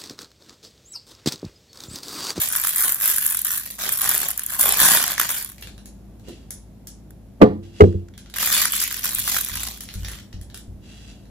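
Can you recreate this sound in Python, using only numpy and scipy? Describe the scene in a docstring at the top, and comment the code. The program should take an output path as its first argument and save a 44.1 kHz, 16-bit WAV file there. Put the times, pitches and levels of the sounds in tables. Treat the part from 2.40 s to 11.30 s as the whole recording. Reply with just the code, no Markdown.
"""Plastic film crackles and snaps up close: a piping bag is squeezed and regripped over a kitchen table,
and its creases buckle in tiny bursts. Between the two squeezes a gloved hand lifts a plastic tub, sets
it down hard, then bumps the camera stand; both knocks ring briefly and overload the microphones.
Faint plastic clicks, rubber glove rubs and soft thuds through the table sit over a low room hum."""
import sys
import numpy as np
from scipy import signal
from scipy.fft import rfft, irfft, next_fast_len
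from scipy.io import wavfile
from scipy.ndimage import uniform_filter1d

SR = 44100
rng = np.random.default_rng(int(sys.argv[2]) if len(sys.argv) > 2 else 0)


def transcribe(u):
    """Save the signal u as a 16-bit wav file named by the first command-line argument.

    u: samples, shape (n,) or (channels, n), limited to [-1, 1]; the rate is SR.
    q: integer samples, one column per channel.
    """
    v = np.clip(np.atleast_2d(u).T, -1, 1)
    q = np.round(v * 32767).astype(np.int16)
    wavfile.write(sys.argv[1], SR, q)


N = 392490
TIME = np.arange(N) / SR

# The hand tightening on the bag. Each row: start, rise and length in seconds, then levels in dB for
# the fizz (above 8 kHz), the crackle (2.3-8 kHz), the body (0.6-2.3 kHz) and the deep folds.
GRIPS = [(0.0, 0.00058, 0.034, -18.5, -26, -36.5, -46.5), (0.09, 0.033, 0.091, -24.5, -31.5, -33.5, -53.5),
         (0.216, 0.012, 0.11, -22.5, -32, -41.5, -54), (0.332, 0.061, 0.15, -17.5, -31, -33, -45.5),
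         (0.577, 0.065, 0.12, -16.5, -28, -34, -50), (0.7, 0.0098, 0.21, -20.5, -33.5, -38.5, -59.5),
         (0.934, 0.05, 0.053, -35, -36, -53, -61.5), (1.043, 0.0066, 0.11, -22, -33, -37.5, -58.5),
         (1.227, 0.019, 0.082, -35, -40, -67, -62), (1.373, 0.047, 0.11, -26, -27.5, -37, -44.5),
         (1.49, 0.033, 0.12, -22.5, -36.5, -41, -76), (1.584, 0.041, 0.17, -21.5, -27, -32.5, -43),
         (1.785, 0.029, 0.074, -27, -29, -43.5, -44.5), (1.972, 0.015, 0.061, -36, -41, -47, -76.5),
         (2.067, 0.039, 0.076, -26, -36, -36, -55.5), (2.178, 0.023, 0.074, -13.5, -28.5, -30, -39),
         (2.235, 0.0044, 0.0078, -35.5, -40, -38, -33), (2.235, 0.03, 0.105, -26, -23.5, -33.5, -39.5),
         (2.367, 0.048, 0.19, -12.5, -18.5, -23.5, -32.5), (2.581, 0.018, 0.13, -34, -28, -39.5, -43.5),
         (2.771, 0.02, 0.073, -26.5, -27.5, -34, -43.5), (2.882, 0.017, 0.098, -24.5, -32, -40.5, -52),
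         (5.953, 0.055, 0.205, -21, -24, -33, -47), (6.087, 0.051, 0.14, -18.5, -20.5, -31, -49),
         (6.317, 0.016, 0.12, -25.5, -25, -41.5, -59), (6.499, 0.0057, 0.073, -30.5, -32, -44, -72),
         (6.618, 0.026, 0.056, -24, -27, -38, -51.5), (6.73, 0.051, 0.071, -24.5, -29, -44, -56),
         (6.831, 0.046, 0.14, -21.5, -25, -41.5, -46), (7.04, 0.02, 0.12, -35, -35.5, -43, -79),
         (7.116, 0.029, 0.16, -31.5, -31.5, -51, -50.5), (7.388, 0.017, 0.24, -49, -47.5, -69, -73),
         (7.623, 0.013, 0.13, -48, -46.5, -49, -66)]
def grip_envelopes():
    """Gains of fizz, crackle, body and folds: the film settles once the hand stops tightening."""
    return [strokes(GRIPS, release_db_per_s=154, column=column) for column in (3, 4, 5, 6)]


# Tone of the bag's four layers, bright to deep. Each row: frequency in Hz, level in dB.
FIZZ_EQ = [(3000, -76.5), (6500, -12), (8300, -3.5), (10200, -0.5), (12000, 3.5), (13500, 2.5),
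           (14700, 0.5), (16000, -11.5)]
CRACKLE_EQ = [(900, -45), (1900, -6.5), (2400, -5), (2700, -6.5), (3050, -2.5), (3450, -1.5), (3900, -4.5),
              (4600, -4.5), (6000, -3.5), (7600, -4), (9000, -12.5), (13000, -41)]
BODY_EQ = [(200, -48.5), (550, -25.5), (800, -20), (1050, -2.5), (1350, -2.5), (1600, 4.5), (1850, -1.5),
           (2250, -9), (3000, -27.5), (6000, -54)]
FOLD_EQ = [(60, -41), (150, -7.5), (300, -13.5), (440, -15), (560, -9.5), (720, -8.5), (900, -6.5),
           (1200, -5.5), (2500, -44.5)]
def bag_crackle(light_grains_per_s=380, hard_grains_per_s=1700, hard_grip_db=-19):
    """Small creases buckle in clumps, faster under a harder grip; all four layers share the grains."""
    fizz, crackle, body, folds = grip_envelopes()
    rate = np.interp(crackle, [0, amp(hard_grip_db)], [light_grains_per_s, hard_grains_per_s])
    at = np.flatnonzero((rng.random(N) < rate / SR) & (crackle > amp(-75)))
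    clump_db = 3 * unit(uniform_filter1d(rng.standard_normal(N), size=220))
    scatter_db = 0.5 * np.minimum(rng.exponential(1, N), 4)
    sizes = amp(scatter_db + clump_db)[at]
    # A higher power of the sizes makes a layer lumpier.
    low = amp(-2.5) * body * crinkle(at, sizes ** 1.9, BODY_EQ, decay_ms=1.1)
    low += amp(3.5) * folds * crinkle(at, sizes ** 1.9, FOLD_EQ, decay_ms=0.86)
    low += amp(-2.5) * crackle * crinkle(at, sizes ** 0.95, CRACKLE_EQ, decay_ms=1.0)
    high = amp(-3.5) * fizz * crinkle(at, sizes, FIZZ_EQ, decay_ms=0.3)
    return low + high + room(amp(-8) * low + amp(-7) * high)


def crinkle(at, sizes, eq, decay_ms, crease_life_s=0.045):
    """Levelled grains at the samples 'at': two creases work at a time, then give way to a new pair."""
    life = round(crease_life_s * SR)
    crease = 2 * (at // life) + rng.integers(0, 2, len(at))
    out = np.zeros((2, N))
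    for k in np.unique(crease):
        mine, start = crease == k, k // 2 * life
        flips = np.bincount(at[mine] - start, sizes[mine])
        add(out, start / SR, signal.fftconvolve(flips[None], pop(eq, decay_ms), axes=1))
    power = (out ** 2).mean(0)
    smooth_power = uniform_filter1d(uniform_filter1d(power, size=1000), size=1000)
    return out / np.sqrt(abs(smooth_power) + 1e-9)


def pop(eq, decay_ms, tone_spread_db=3, size=512):
    """One flip or contact: a noise burst of energy 1 in its own tone, echoing off the table."""
    ms = np.arange(size) / SR * 1000
    echo_ms = ms - rng.uniform(1, 4)
    echo = amp(-9) * (echo_ms > 0) * np.exp(-abs(echo_ms) / decay_ms)
    envelope = np.exp(-ms / decay_ms) + echo
    own_eq = [(hz, db + tone_spread_db * rng.standard_normal()) for hz, db in eq]
    burst = colour(rng.standard_normal((2, size)) * envelope, own_eq, size=512)
    return burst / np.linalg.norm(burst, axis=1, keepdims=True)


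# Creases that stand out singly. Each row: start in seconds, fizz level in dB, body level in dB.
BAG_SNAPS = [(0.0166, -11, -38), (0.088, -15, -38), (0.125, -15, -43), (0.1525, -18, -22),
             (0.1616, -10, -33), (0.1718, -15, -44), (0.199, -17, -34), (0.2157, -16, -48),
             (0.238, -17, -27), (0.2484, -13, -23), (0.2714, -11, -27), (0.2827, -15, -32),
             (0.2921, -12, -37), (0.3605, -10.5, -31), (0.382, -12, -38), (0.4067, -10, -30),
             (0.424, -11, -34), (0.437, -16, -25), (0.4414, -12.5, -30), (0.446, -17, -23),
             (0.4807, -14, -25), (0.4933, -13, -28), (0.5215, -10, -34), (0.5451, -13, -43),
             (0.558, -24, -34), (0.565, -26, -35), (0.6014, -20, -34), (0.611, -17, -29),
             (0.6213, -16, -48), (0.6401, -13, -29), (0.6574, -11, -42), (0.6771, -13, -30),
             (0.7148, -13, -41), (0.763, -13, -38), (0.7836, -9, -28), (0.8646, -7, -35), (0.901, -14, -40),
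             (0.947, -14, -28), (0.9706, -12, -36), (0.9914, -15, -38), (1.0174, -14, -45),
             (1.0483, -12, -38), (1.0691, -16, -43), (1.1168, -14, -34), (1.1366, -18, -32),
             (1.163, -19, -37), (1.1756, -17, -38), (1.2616, -24, -42), (1.3098, -23, -52),
             (1.39, -27, -33), (1.42, -23, -30), (1.447, -21, -34), (1.4557, -21, -28), (1.4919, -14, -25),
             (1.5249, -11, -37), (1.534, -16, -38), (1.5789, -17, -46), (1.6168, -11, -28),
             (1.6429, -15, -24), (1.659, -17, -23), (1.692, -5, -25), (1.7383, -13, -35),
             (1.7499, -11, -32), (1.7782, -10, -36), (1.803, -15, -36), (1.8314, -18, -25),
             (1.8864, -13, -32), (1.9051, -16, -30), (1.913, -17, -34), (1.9768, -15, -40),
             (1.9941, -16, -31), (2.0357, -19, -42), (2.0637, -15, -42), (2.1049, -22, -34),
             (2.1363, -20, -31), (2.1471, -20, -28), (2.1946, -13, -32), (2.2112, -3, -27),
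             (2.2907, -7, -24), (2.3232, -9, -26), (2.343, -16, -28), (2.3723, -11, -29),
             (2.3854, -14, -26), (2.3931, -19, -17), (2.401, -7, -16), (2.4236, -8, -19), (2.45, -12, -18),
             (2.4646, -10, -16), (2.535, -13, -16), (2.5478, -8, -21), (2.6275, -13, -25),
             (2.6397, -17, -21), (2.6644, -17, -31), (2.6789, -14, -27), (2.709, -16, -31),
             (2.719, -17, -25), (2.731, -24, -28), (2.7388, -22, -34), (2.7801, -21, -19),
             (2.7984, -7, -14.5), (2.8142, -12, -16), (2.833, -20, -29), (2.8918, -17, -22),
             (2.9045, -19, -27), (2.914, -17, -32), (2.9835, -19, -34), (3.0117, -24, -38),
             (3.0256, -22, -45), (3.0474, -20, -48), (3.0904, -33, -48), (3.099, -32, -44),
             (3.1185, -35, -42), (4.7068, -42, -50), (5.527, -62, -51), (5.6853, -62, -47),
             (5.9612, -24, -29), (5.967, -22, -32), (5.9852, -21, -26), (6.0283, -16, -22),
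             (6.0606, -12, -35), (6.073, -16, -22), (6.1268, -12, -40), (6.1459, -12, -25),
             (6.2188, -12, -27), (6.2546, -11, -17), (6.3218, -13, -42), (6.3365, -17, -26),
             (6.3561, -18, -38), (6.3636, -18, -34), (6.4034, -14, -40), (6.416, -17, -28),
             (6.4255, -15, -41), (6.439, -12, -29), (6.477, -20, -37), (6.5117, -26, -28),
             (6.5263, -20, -32), (6.5688, -22, -38), (6.593, -24, -38), (6.6454, -16, -29),
             (6.6567, -15, -31), (6.692, -19, -33), (6.7172, -21, -35), (6.733, -21, -36),
             (6.7483, -11, -38), (6.785, -18, -27), (6.7924, -16, -34), (6.877, -17, -24),
             (6.8987, -16, -40), (6.945, -18, -24), (6.9654, -15, -19), (6.9854, -16, -27),
             (7.0121, -15, -36), (7.0482, -16, -46), (7.0865, -21, -39), (7.097, -26, -32),
             (7.1553, -20, -29), (7.233, -19, -31), (7.268, -25, -32), (7.374, -33, -43), (7.436, -32, -43)]
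# Ring of the film. Each row: lowest and highest pitch in Hz, t60 in seconds, dB against the body.
FILM_POCKETS = [(1300, 2000, .013, -3)]
def bag_snaps():
    """Larger creases snap through and ring the pocket of film around them."""
    return snaps(list(BAG_SNAPS) + stray_snaps(), FIZZ_EQ, [BODY_EQ, CRACKLE_EQ], FILM_POCKETS,
                 edge_db=19, body_db=16.5, edge_ms=0.36, body_ms=0.61, wet_db=-12)


def stray_snaps(per_s=10, fizz_boost_db=5.5, body_boost_db=4, spread_db=1.5):
    """Rows of lesser snaps at random moments, following the strength of the grip."""
    fizz, _, body, _ = grip_envelopes()
    at = np.flatnonzero((rng.random(N) < per_s / SR) & (fizz > amp(-50)))
    levels_db = 20 * np.log10([fizz[at], body[at]]).T + [fizz_boost_db, body_boost_db]
    levels_db += spread_db * rng.standard_normal((len(at), 2))
    return list(np.column_stack([at / SR, levels_db]))


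# The flips inside one snap. Each row: offset from the peak in seconds, level in dB.
FLIPS = [(-.0012, -10), (0, -1), (.0016, -8.5)]
def snaps(rows, edge_eq, body_eqs, rings, edge_db, body_db, edge_ms, body_ms, wet_db):
    """Each snap is a quick run of flips with a sharp edge and a hollow body that decays more slowly."""
    out = np.zeros((2, N))
    for start, high_db, low_db in rows:
        edge_gain, body_gain = amp(high_db + edge_db), amp(low_db + body_db)
        add(out, start, body_gain * sum(hollow_ring(*row) for row in rings))
        for offset, flip_db in FLIPS:
            body = body_gain * sum(pop(eq, body_ms) for eq in body_eqs)
            edge = edge_gain * pop(edge_eq, edge_ms)
            add(out, max(start + offset, 0), amp(flip_db) * (edge + body))
    return out + amp(wet_db) * room(out, rise_s=0.0042)


def hollow_ring(low_hz, high_hz, t60, db):
    """Plastic rings briefly at a random pitch in the range."""
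    t = np.arange(SR // 12) / SR
    tone = amp(-60 * t / t60) * np.sin(2 * np.pi * rng.uniform(low_hz, high_hz) * t)
    return amp(db) * tone / np.linalg.norm(tone)


# The tub landing. Each row: start in seconds, level in dB, contact time in ms.
TUB_BLOWS = [(5.0034, -20.5, .73), (5.0121, -.5, 1.26), (5.0156, 5, .21), (5.0212, 9.8, 1.19),
             (5.0372, 2.6, 1.94)]
# Ring of the tub on the table. Each row: pitch in Hz, level in dB, t60 in seconds.
TUB_MODES = [(94, -26, 0.82), (134, -17.5, 0.095), (214.4, -4, 0.13), (250, -20, 0.086), (278.3, 0.7, 0.11),
             (340, -38, 0.726), (422.4, 0.2, 0.13), (518, -6, 0.12), (601, 8.5, 0.023), (726, -18, 0.208),
             (828, -2.5, 0.044), (982, -3.5, 0.046), (1164, -2, 0.049), (1405, -12.5, 0.05),
             (1542, -12, 0.046), (1823, -7, 0.034)]
def tub_knock():
    """The plastic tub hits the table in a tight cluster of blows."""
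    return knock(TUB_BLOWS, TUB_MODES, rise_ms=2.5, clack_db=5, wet_db=-15.5)


# The bump on the stand. Each row: start in seconds, level in dB, contact time in ms.
STAND_BLOWS = [(5.4016, -20, .35), (5.4061, 3.5, 0.16), (5.417, 7, 3.67), (5.437, -7, 0.49),
               (5.4678, -3, 4.46), (5.5431, -0.5, 8.2)]
# Ring of the stand. Each row: pitch in Hz, level in dB, t60 in seconds.
STAND_MODES = [(90.5, -5, 0.184), (83, -34, 0.95), (196, -7, 0.18), (254, -11, 0.127), (303, -13, 0.22),
               (344, -16.5, 0.48), (414.7, 17, 0.035), (486.5, -1, 0.088), (615, -1.5, 0.044),
               (730, -16.5, 0.067)]
def stand_bump():
    """The hand knocks the stand, which rebounds softly."""
    return knock(STAND_BLOWS, STAND_MODES, rise_ms=2.45, clack_db=-4, wet_db=-20.5)


# Tone of a hard plastic clack. Each row: frequency in Hz, level in dB.
CLACK_EQ = [(300, -12), (800, -2.5), (1170, 3.5), (1500, -6.5), (1850, -6), (2600, -11), (4000, -19),
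            (8000, -32.5), (15000, -32)]
def knock(blows, modes, rise_ms, clack_db, wet_db, lowest_hz=72):
    """Each blow is a short push into the modes; the shorter the contact, the louder its clack."""
    body, clacks = np.zeros((2, N)), np.zeros((2, N))
    ringing = ring(modes, rise_ms)
    ms = np.arange(SR // 20) / SR * 1000
    for start, db, contact_ms in blows:
        push = ms * np.exp(-4 * ms / contact_ms)
        add(body[0], start, amp(db) * signal.fftconvolve(ringing, push / push.sum()))
        clack_gain = amp(db + clack_db) / (1 + contact_ms) ** 2
        add(clacks, start, clack_gain * pop(CLACK_EQ, decay_ms=6.6))
    # Deep bass below the knocks' lowest modes is filtered away.
    body = signal.lfilter(*signal.butter(3, lowest_hz, "highpass", fs=SR), body)
    return body + clacks + room(amp(wet_db) * body + amp(-9) * clacks, rise_s=0.004)


def ring(modes, rise_ms):
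    """Decaying modes of a struck object, building up as the blow spreads through it."""
    t = np.arange(SR) / SR
    swell = 1 - np.exp(-t * 1000 / rise_ms)
    return swell * sum(amp(db - 60 * t / t60) * np.sin(2 * np.pi * hz * t) for hz, db, t60 in modes)


# Faint handling clicks. Each row: start in seconds, edge level in dB, body level in dB.
CLICKS = [(3.1818, -39, -40), (3.2115, -35, -50), (3.2248, -31, -29.5), (3.2723, -36, -33.5),
          (3.3793, -43.5, -41.5), (3.458, -33.5, -43), (3.797, -48, -52), (3.888, -39.5, -48),
          (4.1071, -22, -40), (4.472, -28, -43.5), (4.48, -36, -54), (5.7386, -69, -45),
          (5.7785, -34, -36.5), (5.86, -60, -42), (5.899, -41.5, -41.5), (5.94, -27, -25),
          (7.4076, -22, -33), (7.4885, -55, -29.5), (7.5401, -28, -35.5), (7.648, -33.5, -25.5),
          (7.6843, -27.5, -29), (7.716, -29.5, -37), (7.7335, -54, -31.5), (7.787, -41, -35.5),
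          (7.928, -46.5, -37), (8.0136, -36, -46), (8.1002, -49, -42), (8.1446, -28, -32),
          (8.175, -33, -40.5), (8.855, -58, -52)]
# Tone of their sharp edge and of their hollow body. Each row: frequency in Hz, level in dB.
CLICK_EDGE_EQ = [(2000, -36), (4500, -16), (6500, -8), (8000, -6), (10500, -6), (13000, -5), (16000, -13.5)]
CLICK_BODY_EQ = [(500, -11.5), (1000, -19), (1600, -7), (2000, -1.5), (2500, -3), (3300, 1), (4100, -0.5),
                 (6000, -4), (9000, -22.5)]
# Their ring. Each row: lowest and highest pitch in Hz, t60 in seconds, dB against the body.
CLICK_RINGS = [(1400, 2300, .011, -7), (2700, 4200, .01, -8)]
def plastic_clicks():
    """Hard plastic is handled further off, so its clicks carry plenty of room."""
    return snaps(CLICKS, CLICK_EDGE_EQ, [CLICK_BODY_EQ], CLICK_RINGS,
                 edge_db=16, body_db=15, edge_ms=0.33, body_ms=1.3, wet_db=-0.5)


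# Soft bumps; the first, at 2.226 s, is a deep flex of the bag. Each row: start in seconds, level in dB.
THUDS = [(2.226, -45.5), (5.024, -37), (6.767, -39), (7.117, -36), (7.556, -28.5), (7.631, -36.5),
         (7.942, -30.5), (8.278, -34.5)]
# Boom of the table. Each row: pitch in Hz, level in dB, t60 in seconds.
TABLE_MODES = [(38.54, -16.5, .5), (55.7, -1.5, 0.68), (75.6, -6, 0.45), (93.2, 6, 0.17), (124, 1.5, 0.13),
               (178, -7, 0.26)]
def table_thuds():
    """Dull bumps ring the table's lowest modes."""
    out = np.zeros((2, N))
    for start, db in THUDS:
        add(out, start, amp(db) * ring(TABLE_MODES, rise_ms=4.4))
    return out + amp(-4.5) * room(out)


# The tub's scrape and the glove's strokes. Each row: start, rise and length in seconds, level in dB.
TUB_SCRAPE = [(3.872, 0.013, 0.017, -37)]
GLOVE_RUBS = [(3.83, 0.046, 0.1, -52.5), (5.226, 0.0026, 0.018, -56.5), (5.31, 0.094, 0.096, -47.5),
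              (5.8, 0.041, 0.089, -67), (8.4, 0.091, 0.3, -52.5)]
# Tone of the dull scrape and of the bright rub. Each row: frequency in Hz, level in dB.
SCRAPE_EQ = [(120, -10), (220, 3), (320, 8), (520, -1), (750, -14), (2000, -20), (6000, -30)]
RUB_EQ = [(300, -24), (900, -13), (1800, 2), (2400, -3), (2850, 1), (3300, -2), (4000, 0.5), (4750, -7.5),
          (5700, -9.5), (8000, -2), (15000, -38)]
# Resonances of the glove. Each row: centre in Hz, width in Hz, level in dB.
GLOVE_PEAKS = [(2820, 200, 0), (3320, 160, -2), (3920, 160, -5), (4450, 160, -6), (4760, 200, -4),
               (5720, 240, -9), (8200, 250, -9)]
def scrape_and_rubs(slips_per_s=4000, spread_db=3):
    """Dense little slips: the tub scrapes as it is lifted, and the rubber glove resonates as it drags."""
    sizes = amp(spread_db * np.minimum(rng.exponential(1, N), 3))
    slips = (rng.random(N) < slips_per_s / SR) * sizes * rng.standard_normal((2, N))
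    resonance = sum(amp(db) * signal.lfilter(*signal.iirpeak(hz, hz / width, SR), slips)
                    for hz, width, db in GLOVE_PEAKS)
    rubber = unit(unit(colour(slips, RUB_EQ)) + 1.3 * unit(resonance))
    out = strokes(TUB_SCRAPE, release_db_per_s=450) * unit(colour(slips, SCRAPE_EQ))
    out += strokes(GLOVE_RUBS, release_db_per_s=122) * rubber
    return out + amp(-4.5) * room(out)


# Tone of the room noise, then the partials of its hum. Each row: frequency in Hz, level in dB.
AIR_EQ = [(20, -28.5), (45, -2.5), (70, -2.5), (130, -4.5), (210, -3.5), (300, -9.5), (450, -17),
          (700, -20.5), (1200, -33), (3000, -38), (8000, -41), (13800, -40), (15000, -54.5)]
HUM_PARTIALS = [(53.8, -44.5), (107.7, -52.5), (199.2, -51.5)]
# Fader ride on both. Each row: time in seconds, gain in dB.
ROOM_TONE_RIDE = [(0, -13.5), (2.2, -11), (3.12, -9.5), (3.25, -3.5), (5.8, -6.5), (8.9, -4)]
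def room_tone():
    """Low room noise and a hum of steady pitch drift in level together."""
    noise = amp(-42) * unit(colour(rng.standard_normal((2, N)), AIR_EQ, size=8192))
    hum = sum(amp(db) * np.sqrt(2) * np.sin(2 * np.pi * (hz * TIME + rng.random()))
              for hz, db in HUM_PARTIALS)
    return (noise + hum) * amp(np.interp(TIME, *np.transpose(ROOM_TONE_RIDE)))


# Decay of the kitchen. Each row: frequency in Hz, t60 in seconds.
ROOM_T60 = [(100, 0.53), (400, 0.24), (1500, 0.25), (5000, 0.31), (10000, 0.27), (16000, 0.028)]
def room(pair, rise_s=0.0009):
    """Diffuse reverb of a small room, each band dying at its own speed."""
    hz, t, bands = signal.stft(rng.standard_normal((2, SR // 2)), SR, nperseg=256)
    decay = amp(-60 * t / curve_at(ROOM_T60, hz)[:, None])
    swell = 1 - np.exp(-(t / rise_s) ** 2)
    tail = signal.istft(bands * decay * swell, SR)[1]
    return signal.oaconvolve(pair, tail / np.linalg.norm(tail[0]), axes=1)[:, :N]


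def microphones(pair, lag, likeness):
    """Makes a stereo image: the left side blends in some of the right and is shifted in time."""
    size = next_fast_len(N + SR // 10)
    hz = np.fft.rfftfreq(size, 1 / SR)
    right, unrelated = rfft(pair, size)
    shared = np.clip(curve_at(likeness, hz), 0, 1)
    delay = np.exp(-2j * np.pi * hz * curve_at(lag, hz) / 1000)
    left = (shared * right + np.sqrt(1 - shared ** 2) * unrelated) * delay
    return irfft(np.array([left, right]), size)[:, :N]


def strokes(rows, release_db_per_s, column=3):
    """Gain of hand movements from one dB column: each rises, holds to its length and dies away."""
    power, t = np.zeros(N), np.arange(SR) / SR
    for row in rows:
        start, rise_s, length_s = row[:3]
        db = row[column] - release_db_per_s * np.maximum(t - length_s, 0)
        add(power, start, (np.minimum(t / rise_s, 1) * amp(db)) ** 2)
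    return np.sqrt(power)


def colour(x, eq, size=2048):
    """Minimum-phase filter that follows an EQ curve."""
    log_gain = np.log(amp(curve_at(eq, abs(np.fft.fftfreq(size, 1 / SR)))))
    response = np.exp(np.conj(signal.hilbert(log_gain)))
    taps = np.fft.ifft(response).real[:size // 2]
    return signal.oaconvolve(x, taps[None], axes=1)[:, :x.shape[1]]


def curve_at(points, hz):
    """Reads a table on a log-frequency axis."""
    point_hz, values = np.transpose(points)
    return np.interp(np.log(hz + 1), np.log(point_hz + 1), values)


def add(mix, start_s, sound):
    """Mixes a sound in at its start time."""
    part = mix[..., round(start_s * SR):][..., :sound.shape[-1]]
    part += sound[..., :part.shape[-1]]


def amp(db):
    """Decibels to gain."""
    return 10 ** (np.asarray(db) / 20)


def unit(x):
    """Scales to rms 1."""
    return x / np.sqrt(np.mean(x ** 2) + 1e-20)


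# Stereo placement through the air and through the table. Each row: frequency in Hz, left delay in ms.
AIR_LAG = [(80, .2), (450, .2), (700, 0), (950, -.12), (1500, -.04), (3000, -.07), (5000, .1), (6800, .28),
           (8500, .295), (16000, .297)]
TABLE_LAG = [(90, 1), (200, .5), (450, .42), (1200, .22)]
# Stereo width of the two paths. Each row: frequency in Hz, likeness of left and right from 0 to 1.
AIR_LIKENESS = [(100, 0.94), (450, 0.69), (1400, 0.62), (2300, 0.14), (4500, 0.19), (7000, 0.055),
                (8400, 0.79), (13000, 1), (15500, 0.9)]
TABLE_LIKENESS = [(100, 0.94), (450, 0.97), (1200, 0.47), (4000, 0.21)]
def scene():
    """Sounds through the air and knocks through the table reach two microphones with their own delays."""
    bag = bag_crackle() + bag_snaps()
    clicks = plastic_clicks()
    knocks = tub_knock() + stand_bump()
    through_air = microphones(bag + clicks + scrape_and_rubs() + room_tone(), AIR_LAG, AIR_LIKENESS)
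    through_table = microphones(knocks + table_thuds(), TABLE_LAG, TABLE_LIKENESS)
    balance = amp([[-0.2], [0.2]])
    return (through_air + through_table) * balance


def record(dry):
    """The knocks overload at full scale, then a steep low-pass trims the top."""
    cutoff_hz = 15900
    lowpass = signal.firwin(255, cutoff_hz, window=("kaiser", 8), fs=SR)
    return signal.oaconvolve(np.clip(dry, -1, 1), lowpass[None], "same")


dry = scene()
out = record(dry)
transcribe(out)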